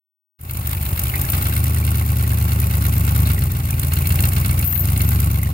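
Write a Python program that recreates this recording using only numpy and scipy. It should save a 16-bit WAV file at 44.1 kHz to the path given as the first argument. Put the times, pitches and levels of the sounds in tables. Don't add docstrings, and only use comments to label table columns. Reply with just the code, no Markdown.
import sys
import numpy as np
from scipy import signal
from scipy.fft import rfft, irfft, next_fast_len
from scipy.io import wavfile
from scipy.ndimage import uniform_filter1d

SR = 44100
rng = np.random.default_rng(int(sys.argv[2]) if len(sys.argv) > 2 else 0)


def persist_wave(psi):
    counts = np.round(np.clip(psi, -1, 1) * 32767).astype(np.int16)
    wavfile.write(sys.argv[1], SR, np.atleast_2d(counts).T)


N = 243873
TIME_S = np.arange(N) / SR

# (time [s], firing rate [Hz])
FIRING_RATE = [(0.501, 50.033), (0.833, 50.668), (0.946, 46.946), (1.197, 51.716), (1.359, 64.504),
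               (1.601, 77.445), (1.801, 76.333), (2.187, 74.357), (2.518, 74.255), (2.865, 70.112),
               (3.243, 72.292), (3.453, 62.756), (3.721, 55.88), (3.969, 57.864), (4.374, 63.407),
               (4.695, 58.77), (5.105, 72.404), (5.529, 67.93)]
# (time [s], level [dB])
THROTTLE = [(0.45, -39), (0.7, -37.5), (1.33, -31.5), (1.66, -36.5), (2.17, -37.5), (3.29, -34.5),
            (3.54, -40), (4.22, -31.5), (4.29, -34), (5.22, -36), (5.53, -43.5)]
# (puff delay [slots], puff [dB], gas delay [slots], rasp [dB], spit [dB], knock [dB])
CYLINDERS = [(0.083, 1.5, 0.019, 9, 11, 0.5), (0.308, 1, 0.221, 1.5, 9, 7.5), (0.2325, 3, 0.016, 8, 9, 5),
             (0.016, -2, 0.295, 1, -28, -8), (0.303, 2.5, 0.208, 10, 5, -10),
             (0.089, 1.5, 0.0041, 9, 13, 1.5), (0.255, -0.5, 0.213, 4.5, 9.5, -5),
             (0.2734, 3, 0.041, 12.5, 8, 2)]
# (multiple of the cycle rate, level re boom [dB])
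OVERTONES = [(10, -19), (18, -24), (24, -28), (25, -30), (28, -34), (29, -34), (35, -33), (43, -39)]
# (frequency [Hz], width [Hz], gain [dB])
PIPE_MODES = [(78, 23.8, 24.5), (125.6, 21.75, 25), (171.9, 19.3, 13), (216.5, 33.5, 5.5), (285.6, 15.4, 2),
              (323.3, 17, -7.5), (401.2, 12, 0.5)]
HOLLOW_MODES = [(532, 35, -0.5), (779, 54, 1.5), (1096, 42, 5)]
WALL_MODES = [(1600, 130, -2), (2180, 110, 1), (2740, 140, 4), (3400, 200, -3), (4280, 190, 2)]
# (frequency [Hz], relative density [dB])
RUMBLE_SPECTRUM = [(10, -22), (30, 0), (60, -17), (130, 3), (200, -8), (300, -6.5), (450, -17.5),
                   (900, -28.5)]
RASP_SPECTRUM = [(200, 9.5), (500, -2.5), (950, 2.5), (1400, 13), (1750, 2), (2150, 7), (2430, 1.5),
                 (2780, 5), (3200, 2), (3800, 3.5), (4280, 1), (4900, 0.5), (7000, -5), (16000, -11)]
SPIT_SPECTRUM = [(1000, -66), (3000, -10), (4500, -20.5), (6000, -9), (7500, -8), (9500, -2.5),
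                 (11200, -2.5), (13500, 4.5), (15500, -1.5)]
WHIRR_SPECTRUM = [(200, 3), (400, -3), (470, -12.5), (550, -4.5), (630, -3), (695, -12), (770, -1),
                  (950, -9), (1090, -5), (1700, -12), (2150, -11), (2700, -7.5), (3300, -30.5),
                  (16000, -4.5)]
GRIT_SPECTRUM = [(300, -38), (900, 3), (1700, -1), (2500, 2), (4200, -1), (6000, -13.5), (9500, -5),
                 (13500, 5)]
# (time [s], relative peak [dB])
WALL_SLAPS = [(0.494, -21.5), (0.9747, -21), (1.037, -20.5), (1.284, -20), (1.331, -17.5), (1.4546, -19),
              (1.524, -21), (1.563, -20), (1.8752, -16), (1.943, -24), (2.3025, -20.5), (2.5174, -19),
              (3.3, -27), (3.831, -20), (3.918, -17), (3.966, -18), (4.0543, -18.5), (4.1025, -18.5),
              (4.188, -13), (4.236, -18), (4.364, -19), (4.445, -18.5), (4.491, -18), (4.6275, -20),
              (4.754, -16.5), (4.8404, -51), (4.8873, -42), (4.9608, -17), (5.0042, -15.5), (5.1157, -37)]
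LEAK_CRACKS = [(0.673, -9.5), (0.7127, -14), (0.891, -13), (0.9933, -9), (1.036, -8), (1.082, -14),
               (1.215, -8.5), (1.3005, -8), (1.423, -12), (1.469, -16), (1.5654, -13), (1.64, -11),
               (1.745, -26), (2.383, -30), (2.6, -16), (3.09, -27), (3.654, -16), (3.707, -9), (3.796, -8),
               (3.833, -13), (3.937, -9.5), (4.0711, -8.5), (4.2887, -8.5), (4.591, -10), (4.9746, -12),
               (5.017, -5.5), (5.2027, -9.5), (5.4317, -11)]
# (time [s], frequency [Hz], level [dB])
STONE_POPS = [(1.138, 2120, -24.5), (2.24, 1940, -35), (2.848, 2080, -34), (3.255, 4000, -32)]
# (time [s], frequency [Hz], width [Hz], level [dB])
BRAKE_BITE = (4.642, 14200, 2400, -21)
# (start [s], end [s], frequency [Hz], width [Hz], relative level [dB])
BRAKE_SQUEALS = [(4.65, 4.825, 13440, 210, -23), (4.65, 4.83, 14450, 280, -25),
                 (4.648, 4.83, 15000, 400, -33), (5.026, 5.19, 12850, 50, -37),
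                 (5.02, 5.12, 14600, 160, -36)]
# (frequency [Hz], correlation)
STEREO_COHERENCE = [(250, .99), (500, .88), (800, .92), (1300, .92), (2200, .7), (3200, .4), (8000, .4),
                    (11000, .15), (14000, .35)]
# (frequency [Hz], lead [s])
LEFT_LEAD = [(120, .00009), (250, .00009), (500, .00013), (1100, .00032), (3000, .00042)]
# (frequency [Hz], left minus right [dB])
PORT_BALANCE = [(170, .5), (300, -1), (480, -3.5), (680, 0), (1050, -6.5), (2000, -9), (2900, 0), (4100, 7),
                (6000, 0), (9300, -13), (11000, -6), (12600, 8), (15000, 10)]

CRUISE_HZ, CRUISE_DB = 74.35, -37.5
GAS_JITTER_SLOTS, GAS_LATE_SLOTS_PER_OCT = 0.025, 0.286


def amp(db):
    return 10 ** (np.asarray(db) / 20)


def unit(x):
    return x / np.sqrt(np.mean(x ** 2) + 1e-20)


def scatter(shape):
    return np.clip(rng.standard_normal(shape), -2, 2)


def along(points, hz):
    point_hz, values = np.transpose(points)
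    return np.interp(np.log(hz + 1), np.log(point_hz + 1), values)


def filtered(x, response):
    size = next_fast_len(N + SR // 2)
    return irfft(rfft(x, size) * response(np.fft.rfftfreq(size, 1 / SR)), size)[..., :N]


def resonances(modes, hz):
    return sum((-1) ** k * amp(db) * 1j * hz * width_hz / (mode_hz ** 2 - hz ** 2 + 1j * hz * width_hz)
               for k, (mode_hz, width_hz, db) in enumerate(modes))


def noise(spectrum, envelope):
    def colour(hz):
        angle = np.arccos(np.clip(along(STEREO_COHERENCE, hz), -1, 1)) / 2
        return amp(along(spectrum, hz)) * [np.cos(angle), np.sin(angle)]
    rms = np.sqrt(np.mean(amp(along(spectrum, np.linspace(0, SR / 2, N))) ** 2))
    mid, side = filtered(envelope * rng.standard_normal((2, N)), colour) / rms
    return np.array([mid + side, mid - side])


def band(centre_hz, width_hz):
    white = rng.standard_normal((2, N))
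    return unit(filtered(white, lambda hz: 1 / (1 + ((hz - centre_hz) / width_hz * 2) ** 2)))


def impulses(times_s, gains):
    return np.bincount(np.maximum(np.round(times_s * SR), 0).astype(int), gains, N)[:N]


def bursts(kicks, attack_s, decay_s):
    t = np.arange(SR // 8) / SR
    shape = (1 - np.exp(-t / attack_s)) * np.exp(-t / decay_s)
    return signal.fftconvolve(kicks, shape / shape.max())[:N]


def tinted(x, spread_db=2.5):
    frames = signal.stft(x, nperseg=256)[2]
    patches = uniform_filter1d(rng.standard_normal(frames.shape[1:]), size=6, axis=0)
    patches = unit(uniform_filter1d(patches, size=5, axis=1))
    gain = unit(amp(spread_db * np.clip(patches, -2, 2)))
    return signal.istft(frames * gain, nperseg=256)[1][:, :N]


def firing_hz():
    return np.interp(TIME_S, *np.transpose(FIRING_RATE))


def speed_oct():
    return np.log2(firing_hz() / CRUISE_HZ)


def load_db():
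    return np.interp(TIME_S, *np.transpose(THROTTLE)) - CRUISE_DB


def boom_db(nearest_m=2.59, nearest_s=4.4, speed_m_per_s=1.13):
    distance_m = np.hypot(nearest_m, speed_m_per_s * (TIME_S - nearest_s))
    return -15 + 1.5 * speed_oct() + 0.35 * load_db() + 20 * np.log10(nearest_m / distance_m)


def firings(kind, lag_slots, jitter_slots, scatter_db, contrast_per_db=0, late_slots_per_oct=0):
    rate_hz = firing_hz()
    phase_slots = np.cumsum(rate_hz) / SR + 4.047
    slots = np.arange(np.ceil(phase_slots[0]), np.floor(phase_slots[-1]))
    slot_hz = np.interp(slots, phase_slots, rate_hz)
    rows = np.array(CYLINDERS)[slots.astype(int) % len(CYLINDERS)]
    cylinder = dict(zip(["puff delay", "puff", "gas delay", "rasp", "spit", "knock"], rows.T))
    time_error, size_error = rng.standard_normal((len(slots), 2)).T * (rate_hz.max() / slot_hz) ** 2
    delay_slots = cylinder["puff delay" if kind == "puff" else "gas delay"] + lag_slots
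    delay_slots += late_slots_per_oct * np.log2(CRUISE_HZ / slot_hz)
    times_s = np.interp(slots + delay_slots + jitter_slots * time_error, phase_slots, TIME_S)
    contrast = np.exp(contrast_per_db * np.interp(slots, phase_slots, load_db()))
    sizes_db = (cylinder[kind] - cylinder[kind].mean()) * contrast
    return impulses(times_s, amp(sizes_db + scatter_db * np.minimum(size_error, 2)))


def gusts(lag_slots):
    return firings("rasp", lag_slots, GAS_JITTER_SLOTS, scatter_db=2.3, contrast_per_db=0.1,
                   late_slots_per_oct=GAS_LATE_SLOTS_PER_OCT)


def gravel(count=300, start_s=0.75, spread_db=4):
    kicks = impulses(rng.uniform(start_s, N / SR, count), amp(spread_db * scatter(count)))
    return amp(-52.5) * noise(RASP_SPECTRUM, unit(bursts(kicks, attack_s=0.0001, decay_s=0.0011)))


def grit(count=150, start_s=0.5, busiest_s=0.75, end_s=1.9, spread_db=2.5):
    kicks = impulses(rng.triangular(start_s, busiest_s, end_s, count), amp(spread_db * scatter(count)))
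    return amp(-28.5) * noise(GRIT_SPECTRUM, bursts(kicks, attack_s=0.0001, decay_s=0.0016))


def stones(count=150, start_s=0.65, clink_hz=2150, spread_oct=0.22, spread_db=5.5,
           clink_decay_s=0.004, pop_decay_s=0.014):
    t, out = np.arange(SR // 8) / SR, np.zeros(N + SR)
    for time_s, centre_hz, db in STONE_POPS:
        pop = band(centre_hz, width_hz=800)[0, :len(t)] * np.exp(-t / pop_decay_s)
        out[round(time_s * SR):][:len(t)] += amp(db) * pop
    for time_s, (pitch, size) in zip(rng.uniform(start_s, N / SR, count), scatter((count, 2))):
        clink = np.sin(2 * np.pi * clink_hz * 2 ** (spread_oct * pitch) * t) * np.exp(-t / clink_decay_s)
        out[round(time_s * SR):][:len(t)] += amp(-35.5 + spread_db * size) * clink
    return out[:N]


def brakes(rise_s=0.0038, fall_s=0.044, flutter_db=3):
    bite_s, bite_hz, bite_width_hz, bite_db = BRAKE_BITE
    bite = bursts(impulses(np.array([bite_s]), [1.]), attack_s=0.045, decay_s=0.037)
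    out = amp(bite_db) * band(bite_hz, bite_width_hz) * bite
    flutter = amp(flutter_db * unit(uniform_filter1d(rng.standard_normal(N), size=700)))
    for start_s, end_s, centre_hz, width_hz, db in BRAKE_SQUEALS:
        onset = np.clip((TIME_S - start_s) / rise_s + 0.5, 0, 1)
        release = np.clip((end_s - TIME_S) / fall_s + 0.5, 0, 1)
        out += amp(db + 0.5) * band(centre_hz, width_hz) * onset * release * flutter
    return out


def whirr():
    return amp(-32.5 + load_db()) * noise(WHIRR_SPECTRUM, envelope=0.99)


def pipe_wall():
    def ring(envelope):
        return filtered(noise(RASP_SPECTRUM, envelope), lambda hz: resonances(WALL_MODES, hz))
    patter = unit(ring(bursts(gusts(lag_slots=0.37), attack_s=0.002, decay_s=0.0042)))
    times_s, peaks_db = np.transpose(WALL_SLAPS)
    slaps = ring(bursts(impulses(times_s, amp(peaks_db)), attack_s=0.00095, decay_s=0.0041))
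    return amp(boom_db() - 27.5) * patter + amp(-2.5) * slaps


def leak_cracks():
    times_s, peaks_db = np.transpose(LEAK_CRACKS)
    kicks = impulses(times_s, amp(peaks_db))
    snap = bursts(kicks, attack_s=0.0001, decay_s=0.0018)
    tail = bursts(kicks, attack_s=0.001, decay_s=0.006)
    return amp(-7.5) * noise(SPIT_SPECTRUM, snap + amp(-10) * tail)


def leak_spit(hiss_floor=0.22):
    kicks = firings("spit", lag_slots=0.42, jitter_slots=0.012, scatter_db=1.2, contrast_per_db=0.028,
                    late_slots_per_oct=GAS_LATE_SLOTS_PER_OCT)
    jets = unit(bursts(kicks, attack_s=0.0006, decay_s=0.0036))
    return amp(-32 + 0.92 * load_db()) * noise(SPIT_SPECTRUM, np.hypot(jets, hiss_floor))


def rasp(hiss_floor=0.3):
    flow = unit(bursts(gusts(lag_slots=0.26), attack_s=0.001, decay_s=0.014))
    return amp(-39.5 + load_db()) * noise(RASP_SPECTRUM, unit(np.hypot(flow, hiss_floor)))


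def hollow_knock(lowpass_hz=1600):
    kicks = firings("knock", lag_slots=0.4157, jitter_slots=GAS_JITTER_SLOTS, scatter_db=2,
                    late_slots_per_oct=GAS_LATE_SLOTS_PER_OCT)
    ring = filtered(kicks, lambda hz: resonances(HOLLOW_MODES, hz) / (1 + (hz / lowpass_hz) ** 4))
    return amp(-44 + 0.1 * load_db() + 9.5 * speed_oct()) * unit(ring)


def lope(mode_hz=78.2, width_hz=44.6, db_per_oct=-28):
    rate_hz = firing_hz()
    kicks = firings("puff", lag_slots=0.255, jitter_slots=0.026, scatter_db=3.5)
    throb = unit(filtered(kicks, lambda hz: resonances([(mode_hz, width_hz, 0)], hz) ** 2))
    return amp(-20 + db_per_oct * np.log2(rate_hz / rate_hz.min())) * throb


def growl():
    cycles = np.cumsum(firing_hz()) / SR / len(CYLINDERS)
    tones = sum(amp(db) * np.sin(2 * np.pi * (order * cycles + rng.random())) for order, db in OVERTONES)
    return amp(boom_db()) * np.sqrt(2) * tones


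def pipe_response(hz, highpass_hz=55, lowpass_hz=520):
    s = 1j * hz / highpass_hz
    return resonances(PIPE_MODES, hz) * s * s / (1 + s + s * s) / (1 + (hz / lowpass_hz) ** 4)


def exhaust_boom(split_hz=111, upper_db_per_oct=11):
    puffs = firings("puff", lag_slots=0.026, jitter_slots=0.01, scatter_db=0.8, contrast_per_db=0.047,
                    late_slots_per_oct=0.14)
    ring = unit(filtered(puffs, pipe_response))
    deep = filtered(ring, lambda hz: 1 / (1 + (hz / split_hz) ** 8))
    upper = amp(upper_db_per_oct * speed_oct()) * (ring - deep)
    rumble = noise(RUMBLE_SPECTRUM, unit(bursts(puffs, attack_s=0.0042, decay_s=0.0028)))
    return amp(boom_db()) * (deep + upper + amp(-21) * rumble)


def scene():
    engine = exhaust_boom() + rasp() + whirr() + growl() + lope() + hollow_knock() + pipe_wall()
    leak = tinted(leak_spit() + leak_cracks())
    truck = engine + leak + stones() + grit() + gravel() + brakes()
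    sides = np.array([[1], [-1]])
    return filtered(truck, lambda hz: np.exp(1j * np.pi * hz * along(LEFT_LEAD, hz) * sides))


def limiter(x, threshold_db=-17, treble_hz=12000, window_samples=1800):
    treble = filtered(x, lambda hz: hz > treble_hz)
    power = uniform_filter1d(np.max(treble ** 2, axis=0), window_samples)
    return x / np.sqrt(np.hypot(1, power / amp(threshold_db) ** 2))


def record(dry, silence_s=0.386, fade_s=0.1, top_hz=15800):
    sides = np.array([[1], [-1]])
    coloured = filtered(dry, lambda hz: amp(along(PORT_BALANCE, hz) / 2 * sides))
    fade_in = 1 - np.exp(-np.maximum(TIME_S - silence_s, 0) / fade_s)
    return filtered(limiter(coloured * fade_in), lambda hz: hz < top_hz)


dry = scene()
out = record(dry)
persist_wave(out)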